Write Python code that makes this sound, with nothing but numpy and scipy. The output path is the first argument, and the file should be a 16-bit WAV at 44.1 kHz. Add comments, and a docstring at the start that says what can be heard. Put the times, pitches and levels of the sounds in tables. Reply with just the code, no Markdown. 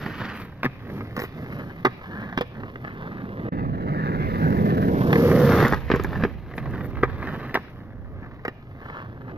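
"""Hard wheels rumble and rattle over rough asphalt: a skateboard rolls off to the right, comes back close by,
carves up a bank and leaves again. Road grain shakes wheels, trucks and deck, harder in most swerves;
nose slaps ring the board's modes in quick runs, and noise bursts make scrapes, sand and pebble snaps.
Two closely spaced microphone ports hear it outdoors, with light wind and a building that answers."""
import sys
import numpy as np
from scipy import signal
from scipy.fft import rfft, irfft
from scipy.io import wavfile
from scipy.ndimage import uniform_filter1d, map_coordinates

SR = 44100
rng = np.random.default_rng(int(sys.argv[2]) if len(sys.argv) > 2 else 0)


def generate_wav(signal):
    """Clip the signal to [-1, 1] and save it as 16-bit WAV at the path in sys.argv[1]."""
    frames = np.transpose(np.atleast_2d(signal))
    scaled = np.clip(frames, -1, 1) * 32767
    pcm = np.round(scaled).astype(np.int16)
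    wavfile.write(sys.argv[1], SR, pcm)


N = 413216
TIME = np.arange(N) / SR

# modes of deck, trucks and wheels: f/Hz, relative level/dB, t60/s
BOARD_MODES = [(127, -10, 0.13), (237, -0.5, 0.036), (389, -1.5, 0.04), (482, -5.5, 0.059),
               (784, -5, 0.027), (900, -6.5, 0.04), (1088, -3, 0.048), (1235, -5.5, 0.065),
               (1579, -4.5, 0.043), (1733, -3, 0.047), (1920, 0, 0.02), (2360, -4.5, 0.028),
               (2586, -4, 0.014), (2860, -9.5, 0.039), (3300, -13.5, 0.014)]
DECK_TOP_HZ = 600   # modes below this belong to the deck's thud


def from_db(db):
    """Decibels to gain."""
    return 10 ** (np.asarray(db) / 20)


def rms_one(x):
    """Scale to rms 1."""
    return x / np.sqrt(np.mean(x ** 2) + 1e-20)


def steadied(x, seconds):
    """Rms 1 over every stretch of this length; quicker lumps stay."""
    return x / np.sqrt(uniform_filter1d(x ** 2, int(seconds * SR)) + 1e-12)


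def in_time(rows):
    """Each column of a curve at every sample."""
    s, *columns = np.transpose(rows)
    return [np.interp(TIME, s, column) for column in columns]


def drift(rate):
    """Smooth chance with a spread near 1, changing `rate` times a second."""
    knots = rng.standard_normal(4096)
    return map_coordinates(knots, [TIME * rate], order=2, mode="wrap")


def swell(middle_s, length_s):
    """Bell of height 1, this long at half height."""
    return np.exp2(-np.minimum((2 * (TIME - middle_s) / length_s) ** 2, 60))


def held(start_s, end_s, rise_db_per_s, fall_db_per_s):
    """Gain that rises to 1, holds from start to end and dies away."""
    before_db = rise_db_per_s * np.maximum(start_s - TIME, 0)
    after_db = fall_db_per_s * np.maximum(TIME - end_s, 0)
    return from_db(-np.minimum(before_db + after_db, 200))


def colour(x, spectrum, size=4096):
    """Causal (minimum-phase) filter that follows a spectrum."""
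    hz, db = np.transpose(spectrum)
    grid = np.maximum(np.fft.rfftfreq(size, 1 / SR), 1)
    gain = from_db(np.interp(np.log(grid), np.log(hz), db))
    # folding the cepstrum forward in time gives minimum phase
    cepstrum = irfft(np.log(gain))
    cepstrum[1:size // 2] *= 2
    cepstrum[size // 2 + 1:] = 0
    response = irfft(np.exp(rfft(cepstrum)))
    filtered = signal.oaconvolve(np.atleast_2d(x), response[None], axes=1)
    return filtered[:, :x.shape[-1]].reshape(x.shape)


def resonance(x, hz, width_hz):
    """Two-pole resonance with gain 1 on top."""
    r = np.exp(-np.pi * width_hz / SR)
    zeros = np.array([1, 0, -1]) * (1 - r * r) / 2
    poles = [1, -2 * r * np.cos(2 * np.pi * hz / SR), r * r]
    return signal.lfilter(zeros, poles, x)


def gliding(x, hz, width_hz):
    """Narrow resonance whose centre moves: shift to 0 Hz, pass two poles of this width, shift back; rms 1."""
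    turn = np.exp(2j * np.pi * np.cumsum(hz) / SR)
    r = np.exp(-np.pi * width_hz / SR)
    narrowed = signal.lfilter([1], [1, -2 * r, r * r], x / turn)
    return rms_one((narrowed * turn).real)


def add(track, s, sound):
    """Mix a sound into a track at time s."""
    start = int(s * SR)
    track[start:start + len(sound)] += sound[:N - start]


def road_grain(per_s, spread_db, lumps_db, smooth):
    """Force on the wheels: chips of uneven size, met in clumps, over a fine even texture."""
    sizes = from_db(spread_db * np.minimum(rng.exponential(1, N), 4)) * rng.choice([-1, 1], N)
    chips = rms_one(sizes * (rng.random(N) < per_s / SR))
    texture = smooth * rng.standard_normal(N)
    return (chips + texture) * from_db(lumps_db * drift(70))


def ride():
    """Levels in dB of rumble, rattle, crunch and hiss: all sink while unweighted and shift in a swerve."""
    # rolling level, set by speed, distance and surface: t/s, wheel rumble level/dB, grit level/dB
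    # (before the changes of load and swerve)
    roll_levels = [(0, -40, -56), (0.55, -40.5, -65), (0.95, -38, -58), (1.6, -34.5, -59), (2.8, -40, -65),
                   (3.45, -31, -65), (3.6, -33, -74), (4.33, -28, -58), (4.45, -19, -56.5),
                   (4.95, -19, -54), (5.25, -16.5, -49), (5.63, -13, -47.5), (5.82, -28, -53),
                   (6.2, -20, -55), (6.42, -38.5, -64), (6.8, -28, -60), (7.6, -33.5, -58.5),
                   (7.98, -43, -76), (8.6, -43, -69), (9.37, -36.5, -71.5)]
    # the rider leans in and the wheels bite, or he eases off:
    # middle t/s, length t/s, extra rattle level/dB, extra rumble level/dB
    swerves = [(0.06, 0.11, 3, 9), (0.224, 0.082, 12, 10.5), (0.397, 0.18, 3.5, 2.5), (0.977, 0.24, 0, 9),
               (1.395, 0.068, 0.5, 6.5), (1.574, 0.1, 2.5, 3), (2.042, 0.033, 11.5, -19),
               (2.23, 0.25, 9.5, 5.5), (2.6, 0.13, 5.5, 8), (3.02, 0.33, 9, 1.5), (3.566, 0.18, 10, 5.5),
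               (3.998, 0.67, 11.5, 5.5), (4.4, 0.17, 0, -1.5), (5.619, 0.22, 12, 0.5),
               (7.243, 0.29, 10, 2.5), (7.467, 0.07, 7.5, 3), (8.3, 0.26, 10, 5), (8.938, 0.2, 18, -5.5),
               (9.29, 0.055, 13, 0)]
    # the lifted wheels come down: t/s
    landings = [0.631, 1.166, 1.85, 2.376, 5.722, 5.9, 6.236, 7.028, 7.544, 8.451]
    cruise_rumble_db, cruise_grit_db, cruise_rattle_db = -36, -61, -46.5
    # weight comes off the wheels before each slap and again on the rebound
    lift_lead_s, lift_s, lift_db = 0.091, 0.15, -4.5
    rebound_lag_s, rebound_s, rebound_db = 0.11, 0.21, -7.5
    # the factors below are dB per dB
    rattle_per_rumble, rattle_per_grit, rattle_per_load, grit_per_load = 0.45, 0.54, 0.79, 0.42
    crunch_per_bite, hiss_per_bite, crunch_per_rumble = 0.65, 0.092, 0.077

    rumble_db, grit_db = in_time(roll_levels)
    heavier, grittier = rumble_db - cruise_rumble_db, grit_db - cruise_grit_db
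    load_db = sum(lift_db * swell(s - lift_lead_s, lift_s)
                  + rebound_db * swell(s + rebound_lag_s, rebound_s) for s in landings)
    bite_db, press_db = sum(np.outer(extra_db, swell(s, length)) for s, length, *extra_db in swerves)
    rattle_db = cruise_rattle_db + rattle_per_rumble * heavier + rattle_per_grit * grittier
    rattle_db = rattle_db + bite_db + rattle_per_load * load_db
    grit_db = grit_db + grit_per_load * load_db
    crunch_db = grit_db + crunch_per_bite * bite_db + crunch_per_rumble * (heavier - grittier)
    hiss_db = grit_db + hiss_per_bite * bite_db
    return rumble_db + press_db + load_db, rattle_db, crunch_db, hiss_db


def rolling(rumble_db, rattle_db, crunch_db, hiss_db, ring_db=-11.5):
    """Grain drives rumble, deck bounce, board modes and crunch; pressed wheels drone; hiss is returned apart."""
    # colours of the rolling sounds: f/Hz, level/dB per Hz
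    rumble_spectrum = [(25, -30), (55, -18), (90, -2.5), (140, -0.5), (185, 0), (260, -1.5), (350, -7),
                       (480, -8.5), (700, -16.5), (1100, -29), (2500, -90.5)]
    rattle_spectrum = [(150, -0.5), (330, 2.5), (480, 2.5), (620, 2.5), (850, 1.5), (1200, 7.5), (1430, 3),
                       (1750, 5.5), (2050, -9), (2450, -30), (3000, -36), (6000, -43)]
    crunch_spectrum = [(900, -34), (2000, 20.5), (2900, 13), (4000, 7), (5500, -6), (7000, -17.5),
                       (10000, -27.5), (14500, -15.5)]
    hiss_spectrum = [(1500, -30), (2800, 3), (4000, 1), (5500, 0), (7000, -9.5), (10000, -3), (14500, -1)]
    # the deck bounces on its wheels, its pitch shifting with speed and stance: t/s, f/Hz
    bounce_pitch = [(0, 132), (0.25, 208), (0.8, 104.4), (1.1, 114), (1.6, 141.6), (2.2, 214),
                    (2.65, 108.4), (3.2, 200), (3.75, 142.6), (4.7, 179.4), (5.5, 143.5), (6.1, 174),
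                    (6.8, 127), (7.3, 138), (8.0, 112), (9.37, 120)]
    bounce_db, bounce_width_hz = -3.5, 38.7   # level against the rumble
    tyre_softness_hz = 2300
    drone_hz, drone_width_hz, drone_wander, drone_db = 468, 75, 0.025, -19

    wheels = road_grain(per_s=1500, spread_db=2.5, lumps_db=1.0, smooth=1.52)
    rumble = steadied(colour(wheels, rumble_spectrum), seconds=0.063)
    bounce = gliding(rng.standard_normal(N), in_time(bounce_pitch)[0], bounce_width_hz)
    rumble = rms_one(rumble + from_db(bounce_db) * steadied(bounce, seconds=0.22))

    front, rear = (road_grain(per_s=480, spread_db=3.6, lumps_db=2.8, smooth=0.5) for _ in range(2))
    ringing = np.zeros(N)
    for k, (hz, db, t60) in enumerate(BOARD_MODES):
        if hz > DECK_TOP_HZ:
            width_hz = 2 * np.log(1000) / (np.pi * t60)   # the rider's feet halve the ring time
            ringing += from_db(db) * resonance((front, rear)[k % 2], hz, width_hz)
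    # soft urethane passes little treble on to the deck
    ringing = signal.sosfilt(signal.butter(4, tyre_softness_hz, fs=SR, output="sos"), ringing)
    rattle = rms_one(colour(front + rear, rattle_spectrum)) + from_db(ring_db) * rms_one(ringing)
    rattle = steadied(rattle, seconds=0.24)

    # hard-pressed wheels drone in the carve, keep contact and roar evenly
    pressed = held(5.22, 5.48, rise_db_per_s=76, fall_db_per_s=84)
    wandering_hz = drone_hz * (1 + drone_wander * drift(10))
    drone = steadied(gliding(rng.standard_normal(N), wandering_hz, drone_width_hz), seconds=0.043)
    rattle = (1 - pressed) * rattle + pressed * steadied(rattle, seconds=0.015)
    board = from_db(rumble_db) * rumble + from_db(rattle_db) * rattle + from_db(drone_db) * pressed * drone

    crunch = steadied(colour(front + rear + rng.standard_normal(N), crunch_spectrum), seconds=0.16)
    # fine hiss scatters off the road and differs between the ports
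    flicker = from_db(2.0 * drift(140))
    hiss = rms_one(colour(rng.standard_normal((2, N)) * flicker, hiss_spectrum))
    # above -61.5 dB the hiss rises twice as fast, so it stands out in the loud passes
    hiss_gain = from_db(hiss_db - 2.5 + np.maximum(hiss_db + 61.5, 0))
    return board + from_db(crunch_db + 5.0) * crunch, hiss_gain * hiss


def contacts(rattle_db):
    """Every blow on the board: landings, bumps, large pebbles and random small ones."""
    # wheel strikes, in quick runs at landings and singly at bumps; the place of a blow favours some modes:
    # t/s, wooden clack level/dB, deck thud level/dB, hard truck edge level/dB, grit tick level/dB,
    # favoured thud f/Hz, favoured clack f/Hz
    blows = [(0.061, -27.5, -24.5, -39, -58, 200, 1700), (0.631, -18.5, -28, -28.5, -40, 255, 1520),
             (0.644, -21.5, -19, -31, -40, 255, 1000), (0.6525, -19, -18, -33.5, -41, 255, 1650),
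             (0.660, -20.5, -16.5, -34, -59, 142, 940), (1.165, -25, -31, -39, -38, 380, 1320),
             (1.177, -28, -19, -38, -55, 138, 1600), (1.191, -27, -27, -40, -38, 380, 1200),
             (1.199, -28.5, -29, -39, -36, 255, 1700), (1.218, -29, -26, -35, -42, 380, 1700),
             (1.237, -30, -25, -40, -41, 380, 1400), (1.8485, -14.5, -16, -32, -58, 382, 1690),
             (1.851, -10.5, -15.5, -25.5, -37, 380, 1100), (1.8595, -15, -18, -38, -55, 380, 1680),
             (1.867, -21, -17, -39, -54, 384, 1100), (2.375, -18, -17.5, -25.5, -40, 260, 1700),
             (2.386, -31, -21, -32, -54, 382, 1100), (2.4095, -22, -16, -28, -41, 446, 1430),
             (2.4155, -27, -26.5, -37, -45, 440, 1100), (5.128, -13, -16, -23.5, -37, 143, 1670),
             (5.156, -18, -15, -32, -46, 255, 1700), (5.314, -21, -10.5, -36, -44, 380, 1290),
             (5.626, -23, -10.5, -38, -40, 380, 1200), (5.649, -15, -11.5, -40, -42, 380, 990),
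             (5.7235, -18.5, -13.5, -39, -37, 255, 1200), (5.733, -15, -16.5, -46, -38, 255, 1200),
             (5.7425, -21, -25, -40, -38, 380, 1290), (5.9005, -19.5, -13, -39, -54, 370, 1190),
             (5.9145, -15.5, -13, -26, -52, 375, 1500), (5.937, -20.5, -9, -44, -51, 198, 1100),
             (5.947, -21, -18, -44, -57, 380, 1600), (5.960, -25, -19, -40, -42, 376, 1110),
             (5.997, -24.5, -17.5, -39, -53, 255, 1250), (6.045, -22, -21, -49, -40, 255, 1700),
             (6.236, -18, -14, -31, -59, 282, 1820), (6.249, -21, -14, -38, -57, 376, 1700),
             (6.579, -25, -25.5, -35.5, -66, 255, 1700), (7.0295, -20.5, -18.5, -43, -55, 294, 1250),
             (7.0325, -10.5, -10, -29.5, -45, 500, 1220), (7.5425, -22, -23, -28.5, -33, 303, 1900),
             (7.5505, -17, -21.5, -33, -35, 326, 1120), (7.554, -13.5, -23, -29.5, -51, 380, 1940),
             (7.571, -22.5, -22.5, -47, -51, 380, 1090), (8.4505, -22, -25, -38, -55, 450, 1390),
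             (8.480, -23, -22, -34.5, -45, 460, 1690)]
    # the wheels click over the larger pebbles: t/s, clack level/dB
    large_pebbles = [(0.243, -32.5), (1.007, -30), (1.524, -32.5), (1.596, -34), (2.013, -37),
                     (2.325, -29.5), (2.633, -33.5), (2.757, -29.5), (2.847, -29), (2.877, -31.5),
                     (6.130, -27.5), (6.156, -28.5), (6.204, -37), (6.223, -28), (6.537, -34.5),
                     (6.657, -31.5), (6.807, -32.5), (6.970, -31), (7.226, -29.5), (7.271, -26),
                     (8.899, -32.5)]
    # a pebble's thud, edge and tick in dB against its clack; its favoured thud and clack in Hz
    pebble_db, pebble_hz = np.array((-5, -17, -38.5)), (230, 1430)
    # small pebbles come at random and follow the rattle up to a ceiling
    small_per_s, over_rattle_db, ceiling_db, spread_db = 22, 4.0, -38.5, 2

    met = np.flatnonzero(rng.random(N) < small_per_s / SR)
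    small_db = np.minimum(rattle_db + over_rattle_db, ceiling_db) + spread_db * rng.standard_normal(N)
    pebbles = list(large_pebbles) + [(TIME[i], small_db[i]) for i in met]
    return list(blows) + [(s, db, *(db + pebble_db), *pebble_hz) for s, db in pebbles]


def knocks(blows, crack_t60=0.0072, chatter_t60=0.067, chatter_db=-13.0, tick_t60=0.021, vary_db=4.0,
           detune=0.011, thud_db_per_octave=7.5, clack_db_per_octave=17.0, ring_db=-8.0, squash_s=0.00077):
    """Each contact rings the modes nearest its favoured pitches; grit cracks and the trucks chatter briefly."""
    # colours of the noise in a blow: f/Hz, level/dB per Hz
    crack_spectrum = [(250, -18), (550, 1.5), (800, 3), (1100, 2), (1500, -1), (1900, 3), (2300, -9),
                      (2900, -28), (5500, -41.5), (14000, -41.5)]
    edge_spectrum = [(1200, -34.5), (2300, 3.5), (2900, -1.5), (3400, -1), (4200, -12.5), (5300, -15),
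                     (7000, -33.5), (14000, -40.5)]
    tick_spectrum = [(1500, -21), (3500, 4), (5500, 5.5), (7000, -5), (8500, 14), (11000, -1),
                     (14500, -1.5)]
    wood_top_hz = 2200   # modes above this belong to the trucks
    blow_s = 0.004       # a part's level is its energy spread over this time
    out, t = np.zeros(N), TIME[:SR // 8]
    hz, level_db, t60 = np.transpose(BOARD_MODES)[:, :, None]
    deck, trucks = hz[:, 0] < DECK_TOP_HZ, hz[:, 0] > wood_top_hz
    signs = (-1) ** np.arange(len(hz))[:, None]
    squash = 1 - np.exp(-t / squash_s)      # soft wheels take a moment to pass on the blow
    dying = from_db(-60 * t / crack_t60) + from_db(chatter_db - 60 * t / chatter_t60)
    # the rider's feet soak up the first swing
    ringing = from_db(-60 * t / crack_t60) + from_db(ring_db - 60 * t / t60)

    for s, clack_db, thud_db, edge_db, tick_db, thud_hz, clack_hz in blows:
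        strength, load = rng.standard_normal((2, len(hz), 1))
        crack, grit = rng.standard_normal((2, len(t)))
        away_db = np.where(deck[:, None], thud_db_per_octave * np.abs(np.log2(hz / thud_hz)),
                           clack_db_per_octave * np.abs(np.log2(hz / clack_hz)))
        # the rider's shifting weight detunes the modes a little
        swing = np.sin(2 * np.pi * hz * (1 + detune * load) * t)
        modes = signs * from_db(level_db - away_db + vary_db * strength) * ringing * squash * swing
        crack = crack * dying * squash
        thud = modes[deck].sum(0)
        clack = rms_one(modes[~deck & ~trucks].sum(0)) + rms_one(colour(crack, crack_spectrum))
        edge = rms_one(modes[trucks].sum(0)) + rms_one(colour(crack, edge_spectrum))
        tick = colour(grit * squash * from_db(-60 * t / tick_t60), tick_spectrum)
        for part, db in ((thud, thud_db), (clack, clack_db), (edge, edge_db), (tick, tick_db)):
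            add(out, s, from_db(db) * np.sqrt(blow_s * SR) * part / np.linalg.norm(part))
    return out


def scrape():
    """Wood and urethane slip over the road: a dense fine rasp, and coarse bursts from sharp chips."""
    # colour of the rasp: f/Hz, level/dB per Hz
    rasp_spectrum = [(600, -13), (1200, 9.5), (1800, 8), (2600, 1.5), (3600, -7), (4600, -9), (6500, -25.5),
                     (14000, -32)]
    # the tail drags on the asphalt, or the wheels skid sideways:
    # start t/s, end t/s, level/dB, share of coarse grains [0-1]
    skids = [(0.01, 0.43, -41.5, 0.63), (0.2, 0.302, -45, 0.9), (1.18, 1.255, -42, 0.74),
             (5.487, 5.66, -38.5, 1), (5.683, 5.74, -43, 0.8), (5.905, 5.968, -37, 0.9),
             (6.006, 6.194, -49.5, 0.85), (8.857, 9.015, -55.5, 0.3)]
    sharp_chips = road_grain(per_s=900, spread_db=3.4, lumps_db=3.2, smooth=0.25)
    dense_grain = road_grain(per_s=4000, spread_db=2.5, lumps_db=1.5, smooth=0.5)
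    coarse = steadied(colour(sharp_chips, rasp_spectrum), seconds=0.06)
    fine = steadied(colour(dense_grain, rasp_spectrum), seconds=0.03)
    out = np.zeros(N)
    for start, end, db, share in skids:
        rasp = np.sqrt(share) * coarse + np.sqrt(1 - share) * fine
        out += from_db(db) * held(start, end, rise_db_per_s=418, fall_db_per_s=404) * rasp
    return out


def chafe(width_hz=220):
    """Urethane slipping sideways sings a short, rough, narrow note: noise through two equal resonances."""
    # middle t/s, length t/s, f/Hz, level/dB
    notes = [(1.58, 0.12, 1770, -53), (2.2, 0.2, 1710, -41.5), (4.0, 0.16, 1710, -38.5),
             (4.237, 0.095, 2090, -39), (4.444, 0.068, 1580, -30)]
    slip = rng.standard_normal(N)
    out = np.zeros(N)
    for s, length, hz, db in notes:
        note = rms_one(resonance(resonance(slip, hz, width_hz), hz, width_hz))
        out += from_db(db) * swell(s, length) * note
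    return out


def sand():
    """Wheels grind loose sand: dense, very bright crackle that swells and fades over each patch."""
    # middle t/s, length t/s, level/dB
    patches = [(0.39, 0.11, -52), (1.22, 0.068, -48), (6.574, 0.042, -55), (6.85, 0.028, -50)]
    # colour of crushed sand: f/Hz, level/dB per Hz
    sand_spectrum = [(2500, -32), (6000, -23), (10500, -7), (14500, -4), (16000, -29)]
    grains = road_grain(per_s=1500, spread_db=3.0, lumps_db=3.0, smooth=0.4)
    crackle = steadied(colour(grains, sand_spectrum), seconds=0.098)
    return sum(from_db(db) * swell(s, length) for s, length, db in patches) * crackle


def stones(t60=0.0048, low_hz=5500, lift_db=14.0):
    """A loose stone pinched under a wheel gives one very short bright snap of high-passed noise."""
    # t/s, peak level/dB before the common lift
    snaps = [(5.128, -36), (5.392, -37), (5.682, -30), (5.959, -41), (6.037, -36), (6.709, -50)]
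    out, t = np.zeros(N), TIME[:SR // 40]
    high_pass = signal.butter(2, low_hz, "high", fs=SR, output="sos")
    for s, peak_db in snaps:
        snap = signal.sosfilt(high_pass, rng.standard_normal(len(t)) * from_db(-60 * t / t60))
        add(out, s, from_db(peak_db + lift_db) * snap / np.abs(snap).max())
    return out


def ports(x, scatter):
    """The nearer port hears the board first; the two ports differ a little in colour."""
    # direction of the board: t/s, delay of the left port behind the right [ms]
    bearing = [(0, 0), (1.62, .2), (2.5, .2), (3.49, .27), (3.52, .46), (4.82, .46), (5.35, .05),
               (5.75, -.04), (6.85, .06), (7.4, .06), (9.37, .25)]
    # colour difference of the ports: f/Hz, left minus right level/dB
    port_balance = [(100, -2.0), (600, -2.0), (1300, -1.2), (2400, 2), (4300, -2.5), (7000, -8),
                    (12000, 2.5)]
    lag = in_time(bearing)[0] * SR / 1000   # samples
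    pair = []
    for side, hiss in zip((1, -1), scatter):   # left, right
        arrived = map_coordinates(x, [np.arange(N) - side * lag / 2], order=3) + hiss
        pair.append(colour(arrived, [(hz, side * db / 2) for hz, db in port_balance]))
    return np.array(pair)


def street(x, near_db=-8.0, near_t60=0.026, far_db=-16.0, far_s=0.084, far_width_s=0.068,
           tail_db=-27.5, tail_t60=0.77):
    """Scatter from the bank nearby, a smeared answer from the building, and a faint tail from the trees."""
    # colours of the reflections: f/Hz, level/dB
    bank_colour = [(150, -16.5), (600, -5.5), (1500, -3), (2600, 2.5), (5000, 1), (14000, -18.5)]
    wall_colour = [(300, -11.5), (1500, -11.5), (2000, -8.5), (2500, 3.5), (3200, -2.5), (4200, 1.5),
                   (14000, -23)]
    t = TIME[:SR // 2]

    def answer(envelope, db, spectrum):
        """Stereo reflection: the sound convolved with coloured noise of this shape in time."""
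        noise = rng.standard_normal((2, len(envelope)))
        response = colour(noise * envelope / np.linalg.norm(envelope), spectrum)
        return from_db(db) * signal.oaconvolve(x[None], response, axes=1)[:, :N]

    # the board moves, so the paths off the bank keep changing
    paths = np.array([drift(9) for _ in range(5)])
    paths /= np.linalg.norm(paths, axis=0)
    near = from_db(-60 * t[:SR // 8] / near_t60)
    bank = sum(share * answer(near, near_db, bank_colour) for share in paths)
    building = answer(np.exp(-((t - far_s) / far_width_s) ** 2), far_db, wall_colour)
    trees = answer(from_db(-60 * t / tail_t60), tail_db, wall_colour)
    return bank + building + trees


def outdoors(gust_hz=7.6, flutter_db=2.5, air_db=-42.5):
    """Lumpy wind noise, mostly on the right port, over a faint distant hum of coloured noise."""
    # gusts on the ports: middle t/s, length t/s, level/dB before the offset of each port
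    gusts = [(0.3, 0.92, -61), (3.72, 0.34, -36), (4.603, 0.94, -33), (5.93, 0.47, -28.5),
             (6.86, 0.85, -36.5), (8.195, 0.32, -41)]
    # colours of wind and distance: f/Hz, level/dB per Hz
    wind_spectrum = [(15, -5), (28, -8.5), (50, 3.5), (90, 3.5), (200, -15.5), (600, -69.5)]
    air_spectrum = [(30, -0.5), (120, 8), (300, -15), (700, -14), (1500, -29.5), (3000, -41), (7000, -54.5),
                    (14500, -57.5)]
    breeze = sum(from_db(db) * swell(s, length) for s, length, db in gusts)
    flutter = from_db(flutter_db * drift(gust_hz))
    wind = breeze * flutter * rms_one(colour(rng.standard_normal((2, N)), wind_spectrum))
    # the hum is nearly the same on both ports
    hum = rng.standard_normal(N) + 0.21 * rng.standard_normal((2, N))
    return wind * from_db([[-3.0], [6.0]]) + from_db(air_db) * rms_one(colour(hum, air_spectrum))


def scene():
    """Board, street and wind at the two ports."""
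    rumble_db, rattle_db, crunch_db, hiss_db = ride()
    roll, scatter = rolling(rumble_db, rattle_db, crunch_db, hiss_db)
    board = roll + knocks(contacts(rattle_db)) + scrape() + chafe() + sand() + stones()
    return ports(board, scatter) + street(board) + outdoors()


def record(dry):
    """The level dips briefly near 3.5 s; the sound is hollow around 8.4 kHz; the top is cut steeply."""
    # overall treble colour: f/Hz, level/dB
    treble_colour = [(20, -0.5), (6200, -1.5), (7300, -5), (8400, -28), (9600, -16), (11200, 2.5),
                     (14500, 0)]
    dip_db, = in_time([(3.488, 0), (3.498, -28), (3.513, -28), (3.524, 0)])   # t/s, level/dB
    heard = colour(dry * from_db(dip_db), treble_colour)
    top_cut = signal.ellip(10, 0.2, 70, 14750, fs=SR, output="sos")   # 0.2 dB ripple, 70 dB down, cutoff Hz
    return signal.sosfilt(top_cut, heard)


dry = scene()
out = record(dry)
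generate_wav(out)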